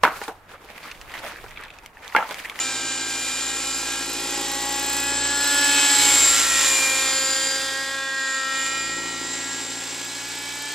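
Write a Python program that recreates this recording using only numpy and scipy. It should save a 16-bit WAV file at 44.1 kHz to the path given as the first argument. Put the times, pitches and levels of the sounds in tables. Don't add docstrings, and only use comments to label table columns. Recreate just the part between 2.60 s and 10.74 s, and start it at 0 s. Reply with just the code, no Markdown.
import sys
import numpy as np
from scipy import signal
from scipy.fft import rfft, irfft
from scipy.io import wavfile
from scipy.ndimage import map_coordinates

SR = 44100
rng = np.random.default_rng(int(sys.argv[2]) if len(sys.argv) > 2 else 0)


def wav_out(sig):
    wavfile.write(sys.argv[1], SR, np.round(np.clip(np.atleast_2d(sig).T, -1, 1) * 32767).astype(np.int16))


N = 358974

# time in seconds, relative exhaust level in dB,
# side facing the listener in degrees (0 nose, 90 flank, 180 tail).
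FLIGHT_PATH = [(0.0, 1, 27), (0.45, -2.5, 39), (1.0, -2.0, 25), (1.45, -3.5, 23), (2.0, -2, -4),
               (2.4, 2, 12.5), (2.7, 2.5, 13), (3.1, 11.5, 35.5), (3.5, 9.5, 61), (3.85, 2.5, 98),
               (4.15, 3, 141), (4.5, 4.5, 155), (4.9, 4, 176), (5.5, -1, 134), (5.95, 2.5, 105),
               (6.5, -3, 84), (7.4, -7.5, 69), (8.14, -4, 56)]
# time in seconds, slap level in dB before contrast and trim.
BLADE_BITE = [(0.0, -47), (0.29, -44.5), (0.7, -48), (1.75, -40), (3.35, -42.5), (3.54, -37), (3.58, -44),
              (3.67, -40), (3.72, -49), (3.83, -41), (3.85, -47), (4.24, -43.5), (5.73, -55), (6.39, -42.5),
              (7.51, -48), (8.14, -50.5)]
# time in seconds, level in dB before trim.
RUSH_NEARNESS = [(0.0, -38), (1.75, -38), (2.38, -36.5), (2.43, -38), (3.44, -28.5), (3.99, -29),
                 (4.06, -27.5), (4.28, -32.5), (4.49, -32.5), (4.6, -36.5), (4.9, -36), (5.55, -44.5),
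                 (5.71, -41), (5.85, -43), (5.98, -40.5), (6.41, -43), (6.82, -40.5), (8.14, -42)]


def undb(db):
    return 10 ** (np.asarray(db) / 20)


def unit(x):
    return x / np.sqrt(np.mean(x ** 2))


def curves(table):
    seconds, *columns = np.transpose(table)
    t = np.arange(N) / SR
    return [np.interp(t, seconds, column) for column in columns]


def colour(x, points, share=1):
    hz, db = np.transpose(points)
    bins = np.maximum(np.arange(N // 2 + 1) * SR / N, 1)
    response_db = np.interp(np.log(bins), np.log(hz), db)
    return irfft(rfft(x) * undb(share * response_db), N)


def noise():
    return rng.standard_normal(N)


def walk(rate):
    bins = np.arange(N // 2 + 1) * SR / N
    return unit(irfft(rfft(noise()) / (1 + (bins / rate) ** 4), N))


def swell(turns, depth_db):
    return unit(undb(depth_db * np.cos(2 * np.pi * turns)))


def highpass(order, hz):
    return signal.butter(order, hz, "high", fs=SR, output="sos")


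def delayed(x, lag):
    return map_coordinates(x, [np.arange(N) - lag], order=3, mode="nearest")


def deepened(level_db, contrast):
    return level_db + contrast * (level_db - level_db.mean())


def nearness_db():
    rush_db = curves(RUSH_NEARNESS)[0]
    return rush_db - rush_db.mean()


def from_behind():
    angle = curves(FLIGHT_PATH)[1]
    return (1 - np.cos(np.radians(angle))) / 2


def port_noise(level_db=-53.5):
    # frequency in Hz, relative level in dB per Hz.
    port_spectrum = [(40, -18), (200, -6.5), (1000, 2), (8000, -15), (13000, -30)]
    return undb(level_db) * np.array([unit(colour(noise(), port_spectrum)) for _ in range(2)])


def churned_air(crank, blade, rush_trim_db=7.5, hiss_trim_db=1.5, hiss_contrast=0.094, ground=0.11):
    # frequency in Hz, relative level in dB per Hz.
    roar_spectrum, rush_spectrum, hiss_spectrum = [(50, -24), (180, -11), (300, -4.5), (440, 0.5),
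                                                   (650, -3), (1000, 0), (2000, -24)], [(100, -67), (600, -24.5),
                                                                        (900, -6.5), (1200, -4.5),
                                                                        (1600, -1), (2600, -1), (3800, 0.5),
                                                                        (5800, -0.5), (8200, 0.5),
                                                                        (9500, -13.5), (12000, -52)], [(5000, -9),
                                                                                      (8300, -1),
                                                                                      (9500, 5.5),
                                                                                      (11500, 0),
                                                                                      (13500, -4),
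                                                                                      (15500, -10)]
    # time in seconds, level in dB before contrast and trim.
    gas_level = [(0.0, -44), (0.38, -50), (0.5, -42.5), (2.06, -42.5), (2.36, -39.5), (2.63, -46),
                 (2.92, -36.5), (3.24, -37), (3.44, -32), (4.1, -33), (5.08, -43), (5.49, -52), (6.03, -47),
                 (6.39, -52.5), (7.96, -49), (8.14, -51)]
    # time in seconds, elevation in degrees.
    sky_height = [(0, 18), (1.5, 24), (2.2, 36), (3.5, 12), (3.9, 6.7), (5, 3.2), (6, 4.88), (8.14, 7.7)]
    camera_height_m, sound_speed_m_s = 1.7, 343
    behind, bite_db = from_behind(), curves(BLADE_BITE)[0]

    roar = unit(colour(noise(), roar_spectrum)) * swell(blade, depth_db=0.5)
    roar_db = -43 + 0.47 * nearness_db() + 0.31 * (bite_db - bite_db.mean())

    rush = unit(colour(noise(), rush_spectrum)) * swell(blade, depth_db=1.0)
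    rush = rush * swell(crank, depth_db=0.24) * undb(0.63 * walk(9.9))
    rush = rush - 0.17 * behind * signal.sosfiltfilt(highpass(2, 4800), rush)
    rush_db = curves(RUSH_NEARNESS)[0] + rush_trim_db

    hiss = unit(colour(noise(), hiss_spectrum)) * swell(blade, depth_db=1.0)
    hiss = hiss * swell(crank, depth_db=2.2) * undb(0.7 * walk(9.9))
    hiss = hiss - 0.09 * behind * signal.sosfiltfilt(highpass(4, 11500), hiss)
    hiss_db = deepened(curves(gas_level)[0], hiss_contrast) + hiss_trim_db

    air = roar * undb(roar_db) + rush * undb(rush_db) + hiss * undb(hiss_db)
    elevation = np.radians(curves(sky_height)[0])
    echo_s = 2 * camera_height_m * np.sin(elevation) / sound_speed_m_s
    return air + ground * delayed(air, echo_s * SR)


def tip_whistle(blade, swing=0.29, blur_hz=480, other_tip_db=-13):
    # time in seconds, level in dB, highest pitch in Hz before blur.
    tip_curve = [(0, -74, 10500), (1, -51, 11400), (2.1, -41, 13930), (2.46, -36, 14060),
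                 (2.54, -58, 13950), (2.85, -38, 13800), (3.8, -43, 12700), (5, -79, 12000),
                 (8.14, -50, 13290)]
    level_db, top_hz = curves(tip_curve)
    whistle = 0
    for turn, tip_db in ((blade / 2, 0), (blade / 2 + .5, other_tip_db)):
        sweep = 1 - swing + swing * np.cos(2 * np.pi * (turn - .07))
        hz = top_hz * sweep + blur_hz * walk(1530)
        tone = np.sin(2 * np.pi * np.cumsum(hz) / SR)
        whistle = whistle + tone * swell(turn, depth_db=40) * undb(tip_db + 2 * walk(25))
    return unit(whistle) * undb(level_db)


def tail_rotor(crank, gear_ratio=.953):
    # time in seconds, level in dB.
    tail_level = [(0, -54), (1.5, -49), (2.4, -42.5), (3.2, -43), (3.7, -56.5), (4.3, -84), (5.5, -70),
                  (6.3, -52), (7.2, -45), (8.14, -56)]
    # multiple of the buzz pitch, relative level in dB.
    tail_partials = [(1, 5.5), (2, -4), (3, -2)]
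    buzz = 0
    for k, db in tail_partials:
        gain = undb(db + 2 * walk(0.79))
        buzz = buzz + gain * np.sin(2 * np.pi * round(k) * gear_ratio * crank)
    return unit(buzz) * undb(curves(tail_level)[0])


def gears(crank, blade, teeth=27, throb_db=-0.8, firing_db=4.5, slip=0.36, rattle=0.37, contrast=0.097):
    # time in seconds, level in dB before contrast.
    whine_level = [(0.0, -24.5), (0.07, -33.5), (1.16, -30), (1.38, -37.5), (2.45, -29), (3.7, -18),
                   (3.83, -26), (4.1, -21.5), (4.22, -26), (4.87, -26.5), (5.1, -38), (5.42, -41.5),
                   (5.76, -32), (5.89, -38), (5.98, -29.5), (6.6, -38), (6.73, -32.5), (8.14, -45.5)]
    whine_db = deepened(curves(whine_level)[0], contrast)
    twist = 1.2 * np.cos(4 * np.pi * blade)
    mesh = 2 * np.pi * teeth * crank + twist + slip * walk(32)
    tone = (1 + rattle * walk(250)) * np.sin(mesh) + rattle * walk(200) * np.cos(mesh)
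    throb = swell(2 * blade, throb_db + 0.12 * (whine_db - whine_db.mean()))
    load = throb * swell(crank, firing_db)
    return unit(tone * load) * undb(whine_db)


def main_rotor(blade, scatter_db=1.9, slap_trim_db=1.0, contrast=0.12, sharpen=1.1):
    # frequency in Hz, relative level in dB per Hz.
    slap_spectrum = [(60, -40), (120, -75), (175, -19), (225, -9), (275, 4.5), (335, 8.5), (410, 0),
                     (620, -24), (850, 0), (1300, -41), (3000, -26), (12000, -47)]
    # time in seconds, thump level in dB,
    # level of its octave in dB before trim.
    push_level = [(0.0, -59, -59), (0.11, -59, -54), (1.02, -52.5, -59), (1.84, -52, -62),
                  (2.65, -47, -47.5), (2.99, -51, -65), (3.17, -49, -52), (3.26, -64, -57),
                  (3.42, -49, -47), (4.01, -51.5, -56), (5.4, -62, -59), (5.62, -68, -70),
                  (6.28, -55, -53.5), (7.48, -65, -54.5), (7.93, -58, -55), (8.14, -72, -57)]
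    push_db, octave_db = curves(push_level)
    bite_db = deepened(curves(BLADE_BITE)[0], contrast)

    passes = np.diff(np.floor(blade), prepend=np.floor(blade[0]))
    slap = unit(colour(passes * undb(scatter_db * walk(47)), slap_spectrum))

    third_db = bite_db - 14 - sharpen * nearness_db()
    thump = 0
    for k, db in enumerate((push_db, octave_db - 1, third_db), 1):
        thump = thump + np.sin(2 * np.pi * k * blade) * undb(db)
    return slap * undb(bite_db + slap_trim_db) + np.sqrt(2) * thump


def exhaust(crank, loudest_trim_db=0.35, flutter_db=1.75, rough=0.084,
            edge_db=-55, edge_fall_db=5.0, ahead_db=-7):
    # multiple of crank speed, then levels in dB,
    # before the flight level, at even steps of angle from nose to tail.
    muffler_beams = [(1, -47, -51.5), (2, -44.5, -51, -55.5, -48, -45, -43, -42.5),
                     (3, -34, -46.5, -41.5, -53, -50.5, -48, -50), (4, -44, -57.5, -54.5, -39.5, -53),
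                     (5, -51.5, -38.5, -46.5, -44, -34.5, -34.5, -42.5, -44, -44),
                     (8, -58, -52, -39, -42.5, -52.5, -46, -46), (10, -50, -53), (11, -43.5, -43, -56),
                     (12, -44.5, -49, -43), (13, -48, -50.5, -45, -39, -48), (14, -45, -44, -49),
                     (15, -44, -49.5), (16, -55.5, -43.5), (17, -53, -48),
                     (18, -45, -42, -45.5, -42.5, -46, -43, -31), (19, -47, -50, -55), (20, -57, -63)]
    loudest = {6: [(0.05, -42), (0.35, -36.0), (1.1, -46), (1.4, -38.5), (1.55, -54), (3.05, -25),
                   (3.65, -40), (5.75, -30), (6.2, -40.5), (6.35, -45), (6.5, -54.0), (6.95, -38.5),
                   (7.1, -49), (7.55, -41.5), (7.85, -46), (8.14, -38)], 7: [(0.05, -52.0), (0.65, -59), (0.95, -44), (1.1, -61), (2.0, -38.5),
                                     (3.2, -50.5), (3.35, -38.0), (3.5, -44), (3.95, -30.5), (4.25, -36.0),
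                                     (4.55, -35), (4.7, -39.0), (5.9, -30), (6.65, -37.5), (7.4, -52.5),
                                     (8.14, -53)], 9: [(0.05, -38.5), (1.55, -41.0), (2.0, -48.5),
                                                         (2.45, -35.5), (2.75, -43.5), (3.2, -29.5),
                                                         (3.35, -41), (3.65, -33), (3.8, -41),
                                                         (3.95, -31.5), (4.25, -23.5), (4.7, -45),
                                                         (5.6, -45.5), (6.2, -35.5), (6.65, -49.5),
                                                         (8.14, -52)]}
    level_db, angle = curves(FLIGHT_PATH)
    behind = from_behind()

    partials = []
    for k, *beam in muffler_beams:
        beam_db = np.interp(np.radians(angle), np.linspace(0, np.pi, len(beam)), beam)
        partials.append((round(k), level_db + beam_db))
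    for k, table in loudest.items():
        partials.append((k, curves(table)[0] + loudest_trim_db))
    edge = level_db + edge_db + ahead_db * (1 - behind)
    for i, k in enumerate(range(21, 33)):
        partials.append((k, edge - edge_fall_db * i))

    note = 0
    for k, db in partials:
        flutter = flutter_db * np.sqrt(k / 10) * walk(4.7)
        smear = (rng.random() - .5) * (1 - 0.35 * behind)
        note = note + undb(db + flutter) * np.sin(2 * np.pi * (k * crank + smear))
    return np.sqrt(2) * note * (1 + rough * walk(100))


def camera(sound, side_db=-13):
    # frequency in Hz, difference in dB.
    port_difference = [(700, 0.4), (1600, 0.1), (2400, -2.6), (4000, -2.5), (6500, 2.0), (8000, 0.6),
                       (10300, -4.3), (13500, 3.0)]
    # time in seconds, lead of the left port in samples.
    port_lead = [(0, .9), (2.6, 1), (3.4, .5), (3.85, -.8), (4.5, .7), (5.5, .4), (6.6, -.3), (8.14, -.3)]
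    t = np.arange(4096) / SR
    field = rng.standard_normal(len(t)) * np.exp(-t / .015)
    scattered = signal.fftconvolve(sound, field / np.linalg.norm(field))[:N]
    scattered = delayed(scattered, 10 * walk(2))
    side = undb(side_db) * signal.sosfilt(highpass(1, 1500), scattered)
    half_lead = curves(port_lead)[0] / 2
    left = colour(delayed(sound, -half_lead) + side, port_difference, .5)
    right = colour(delayed(sound, half_lead) - side, port_difference, -.5)
    return np.array([left, right])


def scene(blade_ratio=.209):
    # time in seconds, turns per second in Hz.
    crank_speed = [(0, 264.5), (0.7, 267.2), (1.4, 272.1), (1.9, 274.6), (2.99, 285.1), (3.31, 282.3),
                   (3.65, 275.1), (4.13, 267.1), (4.31, 265.8), (5.05, 268.2), (5.33, 270.7), (5.78, 266.8),
                   (6.05, 268.1), (6.55, 271.3), (6.76, 274.4), (7.12, 275.1), (7.64, 281.6), (8.14, 289.7)]
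    steady = np.cumsum(curves(crank_speed)[0]) / SR
    crank = steady + .004 * walk(10) + .0015 * walk(120)
    blade = blade_ratio * steady
    air = churned_air(crank, blade) + tip_whistle(blade)
    machine = tail_rotor(crank) + gears(crank, blade) + main_rotor(blade) + exhaust(crank)
    return port_noise() + camera(air + machine)


def record(dry, top_hz=15600):
    return signal.sosfilt(signal.ellip(10, .2, 80, top_hz, fs=SR, output="sos"), dry)


dry = scene()
out = record(dry)
wav_out(out)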